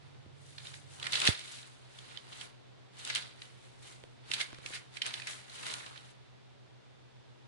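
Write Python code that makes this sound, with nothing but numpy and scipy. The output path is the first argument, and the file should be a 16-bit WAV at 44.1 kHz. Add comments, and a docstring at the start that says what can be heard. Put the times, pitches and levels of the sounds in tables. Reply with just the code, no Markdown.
"""A kitten pounces on and paws at a newspaper on a tile floor, close to a hand-held camera.
Motors hum over room tone throughout; a buzz in the right microphone stops at 1.3 s, when the grip changes.
The sheet crumples in small cracks, hisses over the tiles and snaps where folds buckle; the room rings briefly.
Soft bumps on the camera body fall at 0.26 s and 1.29 s, the second beside the hardest paw stroke.
Strokes return near 3 s and from 4.3 s, with small dry pops from 4 to 4.7 s; the rustle fades after 6 s."""
import sys
import numpy as np
from scipy import signal
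from scipy.fft import rfft, irfft, next_fast_len
from scipy.io import wavfile

SR = 44100
rng = np.random.default_rng(int(sys.argv[2]) if len(sys.argv) > 2 else 0)


def int16_out(signal):
    """Quantize to a 16-bit WAV file."""
    q = np.round(np.clip(np.atleast_2d(signal).T, -1, 1) * 32767)
    wavfile.write(sys.argv[1], SR, q.astype(np.int16))


N = 329812  # length in samples


def amp(db):
    """Turns decibels into a gain."""
    return 10 ** (np.asarray(db) / 20)


def evened(x):
    """Scales a signal to an rms of one."""
    return x / np.sqrt(np.mean(x ** 2) + 1e-20)


def read(points, hz):
    """Reads a curve of (pitch_hz, value) points along a logarithmic pitch axis."""
    f, value = np.transpose(points)
    return np.interp(np.log(hz + 1), np.log(f + 1), value)


def add(mix, start_s, sound):
    """Lays a short sound into the mix, cut off at the end of the mix."""
    part = mix[:, round(start_s * SR):][:, :sound.shape[1]]
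    part += sound[:, :part.shape[1]]


def shaped(x, gain):
    """Multiplies the spectrum by gain(hz)."""
    size = next_fast_len(x.shape[-1])
    spectrum = rfft(x, size) * gain(np.fft.rfftfreq(size, 1 / SR))
    return irfft(spectrum, size)[..., :x.shape[-1]]


def coloured(spectrum, size):
    """Two unrelated noises with the given spectrum, together at an rms of one."""
    noise = rng.standard_normal((2, size))
    return evened(shaped(noise, lambda hz: amp(read(spectrum, hz))))


def drift(top_hz):
    """Slow chance: sines of random phase from 0.2 Hz to top_hz, the slowest strongest."""
    t = np.arange(N) / SR
    waves = [np.sin(2 * np.pi * (f * t + rng.random())) / np.sqrt(f) for f in np.geomspace(.2, top_hz, 8)]
    return evened(sum(waves))


def sides(pan_db):
    """Left and right gains for a left-right balance."""
    return amp(np.multiply.outer([.5, -.5], pan_db))


def ports(pair, alike, pan):
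    """Two unrelated signals become left and right with the given likeness and balance."""
    def same(hz):
        return np.clip(read(alike, hz), -.99, .99)

    shared = shaped(pair[0], same)
    own = shaped(pair[1], lambda hz: np.sqrt(1 - same(hz) ** 2))
    left = shaped(pair[0], lambda hz: amp(read(pan, hz) / 2))
    right = shaped(shared + own, lambda hz: amp(-read(pan, hz) / 2))
    return np.array([left, right])


# steady motor tones: (pitch_hz, left_db, right_db, right_lead_radians, waver_db rms)
MOTOR_TONES = [(127.15, -60, -59, 2.2, .4), (120.0, -67.5, -65, 2.3, .8), (118.0, -73, -71, 2.2, 3.),
               (254.1, -75, -78, 2.8, 1.), (2400, -93, -95, 1.5, 2.), (8000, -99, -103, 1.5, 1.5)]
# buzz in the right microphone only: (pitch_hz, level_db)
BUZZ_TONES = [(93.6, -61.5), (140.9, -57)]
BUZZ_END_S = 1.3


def hum():
    """Motor tones that beat against each other, and a buzz that stops when the grip changes."""
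    t, out = np.arange(N) / SR, np.zeros((2, N))
    for hz, left_db, right_db, lead, waver_db in MOTOR_TONES:
        angle = 2 * np.pi * (hz * t + rng.random()) + np.array([[0], [lead]])
        level = np.sqrt(2) * amp([[left_db], [right_db]])  # rms to peak
        out += level * amp(waver_db * drift(2.)) * np.sin(angle)
    touching = np.clip((BUZZ_END_S - t) / 0.048, 0, 1)  # lets go over 48 ms
    for hz, db in BUZZ_TONES:
        tone = np.sin(2 * np.pi * (hz * t + rng.random()))
        out[1] += np.sqrt(2) * amp(db) * touching * tone
    return out


# room tone spectrum: (pitch_hz, relative level_db per Hz)
AIR_SPECTRUM = [(12, -39), (20, -14), (45, -27.5), (62, -17.5), (124, -5.5), (145, -10.5), (194, -12),
                (288, -11.5), (365, -10.5), (652, -15), (785, -15.5), (1080, -20), (2940, -24), (3530, -23),
                (10200, -43), (11000, -56), (14300, -87), (22000, -120)]
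# room tone in the two microphones: (pitch_hz, left-right likeness)
AIR_LIKENESS = [(60, -0.1), (130, -0.37), (270, -0.67), (560, -0.5), (1190, 0.066), (2520, 0.03),
                (5310, -0.029), (11200, 0.079)]
# room tone balance: (pitch_hz, left_right_db)
AIR_BALANCE = [(60, -10), (140, 0), (340, 0), (820, 3), (1960, -1), (4690, -4), (11200, 4)]
AIR_DB = -59.5


def air():
    """Room tone: coloured noise with a slight slow swell."""
    swell = amp(AIR_DB + .5 * drift(2.0))
    return swell * ports(coloured(AIR_SPECTRUM, N), AIR_LIKENESS, AIR_BALANCE)


# paw strokes on the sheet: (peak_s, crumple_db, rise_s by 20 dB, fall_s by 20 dB,
# flex_db above the crumpling, hiss_db above the crumpling, crumple_centre_hz)
PAW_STROKES = [(.05, -69.5, 0.53, 0.58, -3, -10.5, 2720), (.46, -65.5, 0.16, 0.96, -13, 0, 3570),
               (.67, -52, 0.19, 0.19, -7.5, -7, 3500), (.76, -60, 0.24, 0.13, -7, -1, 3300),
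               (.93, -61, 0.088, 0.64, -5, 1, 2860), (1.05, -48, 0.093, 0.23, -0.5, -8.5, 3200),
               (1.14, -35, 0.05, 0.23, -8.5, -8, 3370), (1.283, -28.5, 0.1, 0.059, -9, -9, 3480),
               (1.33, -42.5, .05, 0.17, -31, -15, 3350), (1.549, -49.5, 0.6, 0.19, -11, -4.5, 3360),
               (1.66, -62.5, 0.16, 0.33, -4, -2.5, 3200), (1.96, -62.5, 0.19, 0.7, -8, -4, 3200),
               (2.15, -54.5, 0.44, 0.13, -6.5, -10.5, 3240), (2.33, -58, .15, 0.27, -11, -8, 3200),
               (2.43, -51, 0.28, 0.09, -3.5, -6, 2960), (2.991, -53.5, 0.068, 0.42, -9, -4.5, 3100),
               (3.1, -42.5, 0.11, 0.11, -7, -10.5, 3380), (3.168, -37, 0.05, 0.074, -13, -10.5, 3620),
               (3.221, -50.5, .05, 0.2, -9, -10.5, 3600), (3.43, -56, 0.11, 0.17, -8, -7, 2700),
               (3.64, -64, .3, 0.31, -8, -5, 2700), (3.83, -57.5, 0.027, 0.34, -10, -2.5, 2980),
               (3.93, -58.5, 0.24, 0.066, -4, -3, 2950), (4.32, -46.5, 0.074, 0.32, -7.5, -7.5, 3100),
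               (4.37, -50.5, 0.13, 0.16, -11, -16, 3120), (4.409, -33, 0.046, 0.039, -22, -10, 2620),
               (4.5, -64, 0.12, 0.38, -0.5, -15, 2900), (4.67, -51, .08, 0.24, -7, -4.5, 2680),
               (4.75, -39.5, 0.058, 0.055, -17, -9, 2600), (4.96, -51, 0.059, .07, -11, -6.5, 2960),
               (5.07, -40.5, 0.067, 0.085, -8.5, -10.5, 3060), (5.15, -47, .12, 0.2, -7.5, -8, 3170),
               (5.29, -44.5, 0.073, 0.2, -9, -5, 2620), (5.54, -53, 0.093, 0.38, -21, -2, 2900),
               (5.681, -43.5, 0.2, 0.36, -4.5, -6.5, 2830), (5.97, -76, .15, 0.18, -1, -9, 2760),
               (6.11, -62.5, 0.55, 0.036, -16, -6, 3700)]
ROUNDING = 1.006  # above 1 the peak of a stroke is rounder and its ends are steeper
# flexing swells more slowly than crumpling, the hiss starts and stops faster
FLEX_STEEP, HISS_STEEP, HISS_STOP = 0.88, 1.03, 0.18


def strokes():
    """Each stroke swells and dies; overlaps add in power, and the loudest pull the crease pitch to theirs."""
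    t = np.arange(0, N + 64, 64) / SR
    s, db, rise, fall, flex_db, hiss_db, hz = np.transpose(PAW_STROKES)[:, :, None]
    age = np.where(t < s, (s - t) / rise, (t - s) / fall)
    down_db = -20 * age ** ROUNDING
    crumple_db = db + down_db
    flexing_db = db + flex_db + FLEX_STEEP * down_db
    sliding_db = db + hiss_db + HISS_STEEP * down_db * (1 + HISS_STOP * age)
    power = amp([crumple_db, flexing_db, sliding_db]) ** 2
    centre = (power[0] * hz).sum(0) / power[0].sum(0)
    curves = (*np.sqrt(power.sum(1)), centre)
    return [np.interp(np.arange(N) / SR, t, c) for c in curves]


CRACK_S = 0.0029  # time constant of one crack


def cracks(per_s, spread_db, steady):
    """Envelope of many tiny creases giving way, a few of them large, over a steady share."""
    size = amp(spread_db * np.minimum(rng.exponential(1, N), 4))
    hits = size * (rng.random(N) < per_s / SR)
    keep = np.exp(-1 / (CRACK_S * SR))
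    return evened(steady + evened(signal.lfilter([1], [1, -keep], hits)))


def patch(x, hz, width, rest):
    """A patch of the sheet favours a band around hz, over a flat share called rest."""
    return shaped(x, lambda f: rest + 1 / (1 + ((f - hz) / width) ** 2))


# spectrum of the crumpling sheet: (pitch_hz, relative level_db per Hz)
SHEET_SPECTRUM = [(88, -46), (150, -35), (221, -12), (413, -6), (455, -21), (501, -6.5), (1140, -8.5),
                  (1250, -10.5), (1400, -3.5), (3450, -5), (4050, -0.5), (5330, -8.5), (7000, -17),
                  (9100, -113), (15400, -120)]
# spectrum of the whole sheet flexing: (pitch_hz, relative level_db per Hz)
FLEX_SPECTRUM = [(60, -20), (150, -6), (400, -7), (900, -4), (1400, -4), (2200, -18), (5000, -55)]
# spectrum of paper sliding on tile: (pitch_hz, relative level_db per Hz)
SLIDE_SPECTRUM = [(2500, -11), (4500, 4), (6000, 7), (8000, 6), (10500, 3), (13000, -30)]
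# patches of the sheet that crack on their own: pitch_hz
PATCH_HZ = [1810, 2130, 2970, 3610, 4760]


def rustle():
    """Crumpling, flexing and the hiss of paper sliding on tile, all following the paw."""
    crumple_level, flex_level, hiss_level, centre = strokes()
    crumple = 0
    for hz in PATCH_HZ:  # patches near the crease pitch crack loudest
        near_db = -7. * abs(np.log2(hz / centre))
        noise = patch(coloured(SHEET_SPECTRUM, N), hz, 500, 0.35)
        crumple += amp(near_db) * noise * cracks(280, 1.5, 0.44)
    flex = coloured(FLEX_SPECTRUM, N) * cracks(152.4, 3.2, 1.7)
    hiss = coloured(SLIDE_SPECTRUM, N) * cracks(830, 2.5, 0.95)
    return evened(crumple) * crumple_level + flex * flex_level + hiss * hiss_level


# room decay: (pitch_hz, t60_s)
ROOM_DECAY = [(500, 0.19), (1500, 0.21), (3500, 0.12), (9000, 0.16)]


def room(x):
    """Sparse taps of random sign, each band dying at its own speed, other taps for each side."""
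    taps = np.zeros((2, SR // 2))
    at = np.arange(160, SR // 2 - 20, 20)
    at = at + rng.integers(0, 20, (2, len(at)))
    np.put_along_axis(taps, at, rng.choice([-1., 1.], at.shape), 1)
    hz, t, bands = signal.stft(taps, SR, nperseg=128)
    fade = amp(-60 * t / read(ROOM_DECAY, hz)[:, None])
    tail = signal.istft(bands * fade, SR, nperseg=128)[1]
    return signal.fftconvolve(x, tail / np.linalg.norm(tail[0]), axes=1)[:, :N]


# soft thumps on the camera body: (start_s, right_db, left_right_db)
BODY_BUMPS = [(0.262, -40.5, -1), (1.2873, -11.5, -24)]
BUMP_START_HZ, BUMP_END_HZ, BUMP_GLIDE_S, BUMP_T60_S = 690, 92.5, 0.0015, 0.052


def bump(db, pan):
    """A soft push on the body glides down in pitch as it rings out."""
    t = np.arange(6000) / SR
    glide = (BUMP_START_HZ - BUMP_END_HZ) * BUMP_GLIDE_S * (1 - np.exp(-t / BUMP_GLIDE_S))
    turns = BUMP_END_HZ * t + glide
    push = np.sin(2 * np.pi * turns) * (1 - np.exp(-t / 0.0017)) * amp(-60 * t / BUMP_T60_S)
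    return amp(db) * amp([[pan], [0]]) * push


def bumps(mix):
    """Bumps travel through the camera body, strongest at the right microphone."""
    for s, *row in BODY_BUMPS:
        add(mix, s, bump(*row))


SNAP_RISE_S = 0.0017  # time to rise the last 7 dB
SNAP_LOW = 0.42  # a snap has little sound below this share of its ring


def snap(db, hz, treble_db, fall):
    """A few ms of tearing noise around its peak, a shorter bright edge, and one patch of the sheet ringing on."""
    t = np.arange(-1024, 2048) / SR  # the peak is at zero
    age = np.where(t < 0, -t / SNAP_RISE_S, t / fall)
    shape = amp(-7. * age ** np.where(t < 0, 2.2, 1.5))
    noise = patch(coloured(SHEET_SPECTRUM, len(t)), hz, 450, 0.55)
    thinned = shaped(noise, lambda f: f ** 2 / (f ** 2 + (SNAP_LOW * hz) ** 2))
    tear = evened(thinned * shape) * np.sqrt(np.mean(shape ** 2))
    edge = coloured(SLIDE_SPECTRUM, len(t)) * amp(treble_db - 16.0 * np.where(t < 0, 1.4, 1) * age)
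    keep = np.exp(-np.pi * 130 / SR)  # resonance 130 Hz wide
    turn = 2 * np.pi * hz / SR
    ring = signal.lfilter([(1 - keep) * np.sin(turn)], [1, -2 * keep * np.cos(turn), keep ** 2], tear)
    return amp(db) * (tear + edge + 0.9 * ring)


# microphone colour for the paper: (pitch_hz, left_right_db)
PAPER_BALANCE = [(60, -6), (93, -16), (140, 2.5), (220, -2), (340, 4.5), (530, 0.5), (820, 1), (1270, 2),
                 (1960, -5), (3030, -5.0), (4690, -1.5), (7260, 9), (11200, 14)]


def heard(pan_db):
    """Gains that give this balance near 3 kHz once the microphone colour is applied."""
    return sides(pan_db - read(PAPER_BALANCE, 3000))


# paper in the two microphones: (pitch_hz, left-right likeness)
PAPER_LIKENESS = [(60, -0.31), (140, -0.58), (300, -0.79), (600, -0.72), (1000, -0.59), (2000, -0.055),
                  (4700, -0.052), (11000, -0.048)]
# folds buckling: (peak_s, level_db, ring_hz, treble_db above the level, fall_s by 7 dB, left_right_db)
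FOLD_SNAPS = [(0.583, -40.5, 3680, -11, .003, -8.5), (0.6712, -39, 3700, -24, 0.0021, -6),
              (0.7413, -43, 2000, -20, 0.0028, -9), (1, -43, 3000, -4, .0017, -6),
              (1.029, -34, 3300, -14, 0.0034, -6.5), (1.0435, -38.5, 2110, -7, .0027, -8),
              (1.0585, -38, 2130, -12, 0.0027, -7), (1.0684, -30.5, 2000, -6, 0.0036, -8),
              (1.1236, -35, 3480, -2, 0.0033, 0), (1.1336, -27.5, 3600, -13, 0.0011, -16),
              (1.1383, -32.5, 2750, -12, 0.0085, -4), (1.1549, -25.5, 3350, -15, 0.0049, -5),
              (1.2023, -32, 3320, -2.5, 0.0032, 2), (1.2183, -25, 3057, -6, 0.0028, -8),
              (1.2432, -30, 3660, -15, 0.0018, -3), (1.2541, -26.5, 2900, -4, 0.0021, -7),
              (1.2687, -27.5, 3200, -2.5, 0.0017, 6), (1.2755, -14.5, 3300, -12.5, .0015, -4.5),
              (1.394, -41, 3180, -4.5, .0028, 0), (1.9883, -44.5, 3500, -14, .0029, -3),
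              (2.1746, -38, 3480, -26, 0.0017, -10.5), (2.327, -47.5, 3180, -22, 0.0098, -8),
              (2.413, -39.5, 3180, -7, 0.0021, -10.5), (2.9992, -49, 2971, -4, .0035, -9),
              (3.0508, -40.5, 3600, 3, 0.003, -4), (3.0757, -40.5, 3520, 2.5, .003, -11),
              (3.1011, -30.5, 2060, -15, .007, -2.5), (3.1512, -31, 3500, -1, 0.0031, 0),
              (3.1589, -27.5, 2900, -6, 0.0039, -9), (3.4202, -39.5, 2870, -15, .0021, -3),
              (4.3164, -26.5, 2740, -7, 0.0017, -9), (4.3371, -29, 3360, -4, 0.0084, -6.5),
              (4.413, -30, 2470, -6.5, 0.0046, -9), (4.546, -47, 2000, -15.5, .0026, 1),
              (4.662, -37, 2780, -2.5, 0.0035, -9), (4.971, -38.5, 2280, -11, 0.0043, -8),
              (5.02, -27, 3180, -11.5, 0.0039, -6), (5.0598, -34.5, 2000, -20, .0016, -6.5),
              (5.0647, -34, 2800, 0.5, 0.0023, -4), (5.141, -31, 3520, -8.5, 0.0026, -7.5),
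              (5.1994, -41, 1960, -11, 0.0051, -4), (5.2204, -41.5, 2500, -10.5, 0.0037, -10),
              (5.2721, -36.5, 2170, -5.5, 0.0087, -5), (5.499, -47.5, 4020, -6, .003, -6),
              (5.632, -42.5, 2360, -16, 0.004, -8), (5.667, -36.5, 1590, -3, 0.0025, -7),
              (5.7154, -39, 2940, -14, 0.0016, -3), (5.7395, -35, 3300, 3.5, 0.0026, -9),
              (5.864, -45, 2900, -20, 0.0055, 0), (5.9606, -48.5, 1960, -28, .0044, -9),
              (5.9773, -47.5, 3140, -18, 0.0038, -10)]
ROOM_DB = -8


def paper():
    """Rustle and snaps reach the two microphones directly and by way of the room."""
    far = rustle()
    near = ports(far, PAPER_LIKENESS, PAPER_BALANCE)
    for s, *row, pan in FOLD_SNAPS:
        sound = snap(*row)
        start_s = s - 1024 / SR
        add(near, start_s, ports(sound, PAPER_LIKENESS, PAPER_BALANCE) * heard(pan)[:, None])
        add(far, start_s, sound)
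    return near + amp(ROOM_DB) * ports(room(far), PAPER_LIKENESS, PAPER_BALANCE)


# ring of a pop, left row then right row: (pitch_hz, t60_s, delay_s)
POP_RINGS = [(320, 0.011, 0.0021), (490, 0.015, 0.00086)]


def pop(db, click_db, thud_db, pan):
    """A sudden step of pressure: a click, a brief ring of opposite sign left and right, and a low thud."""
    out = np.zeros((2, 2000))
    for side, (hz, t60, delay) in enumerate(POP_RINGS):
        t = np.maximum(np.arange(2000) / SR - delay, 0)
        out[side] = (1 - np.exp(-t / .00008)) * np.cos(2 * np.pi * hz * t) * amp(-60 * t / t60)
    ring = out * sides(pan)[:, None] * [[-1], [1]]
    t = np.arange(2000) / SR
    noise = coloured([(100, -9), (1500, -3.5), (11000, -28)], 2000)
    click = amp(click_db - 60 * t / 0.0021) * noise * [[.5], [1]]
    thud = amp(thud_db - 60 * t / 0.039) * np.sin(2 * np.pi * 130 * t) * [[.4], [1]]
    return amp(db) * (ring + click + thud)


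# small dry pops: (start_s, level_db, click_db above the level, thud_db above the level, ring left_right_db)
DRY_POPS = [(4.0384, -38, 5.5, -5.5, -2), (4.303, -41.5, -14, -3, 10), (4.53, -38.5, 6.5, -12, 6),
            (4.586, -41.5, 8, -2, 3), (4.654, -40, -15, -7, 4), (4.704, -38, -22, -10, 2)]


def pops(mix):
    """Small steps of pressure, each with its own share of click and thud."""
    for s, *row in DRY_POPS:
        add(mix, s, pop(*row))


def scene():
    """Hum, room tone and paper run throughout; bumps and pops are laid on top."""
    mix = hum() + air() + paper()
    bumps(mix)
    pops(mix)
    return mix


# ring of the cavity in front of each microphone, left row then right row: (gain_db)
CAVITY_DB = [
    [-8],
    [-12],
]
CAVITY_HZ, CAVITY_WIDTH_HZ = 3530, 85
LOW_CUT_HZ, BAND_EDGE_HZ = 19, 10560


def record(dry):
    """The microphone cavities ring, bass and top are cut, and a trace of converter noise is added."""
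    cavity = signal.lfilter(*signal.iirpeak(CAVITY_HZ, CAVITY_HZ / CAVITY_WIDTH_HZ, SR), dry)
    low_cut = signal.butter(1, LOW_CUT_HZ, "high", fs=SR)
    heard_in = signal.lfilter(*low_cut, dry + amp(CAVITY_DB) * cavity)
    top_cut = signal.firwin(301, BAND_EDGE_HZ, window=("kaiser", 6), fs=SR)
    band = signal.oaconvolve(heard_in, top_cut[None], "same")
    return band + amp(-105) * rng.standard_normal(dry.shape)


dry = scene()
out = record(dry)
int16_out(out)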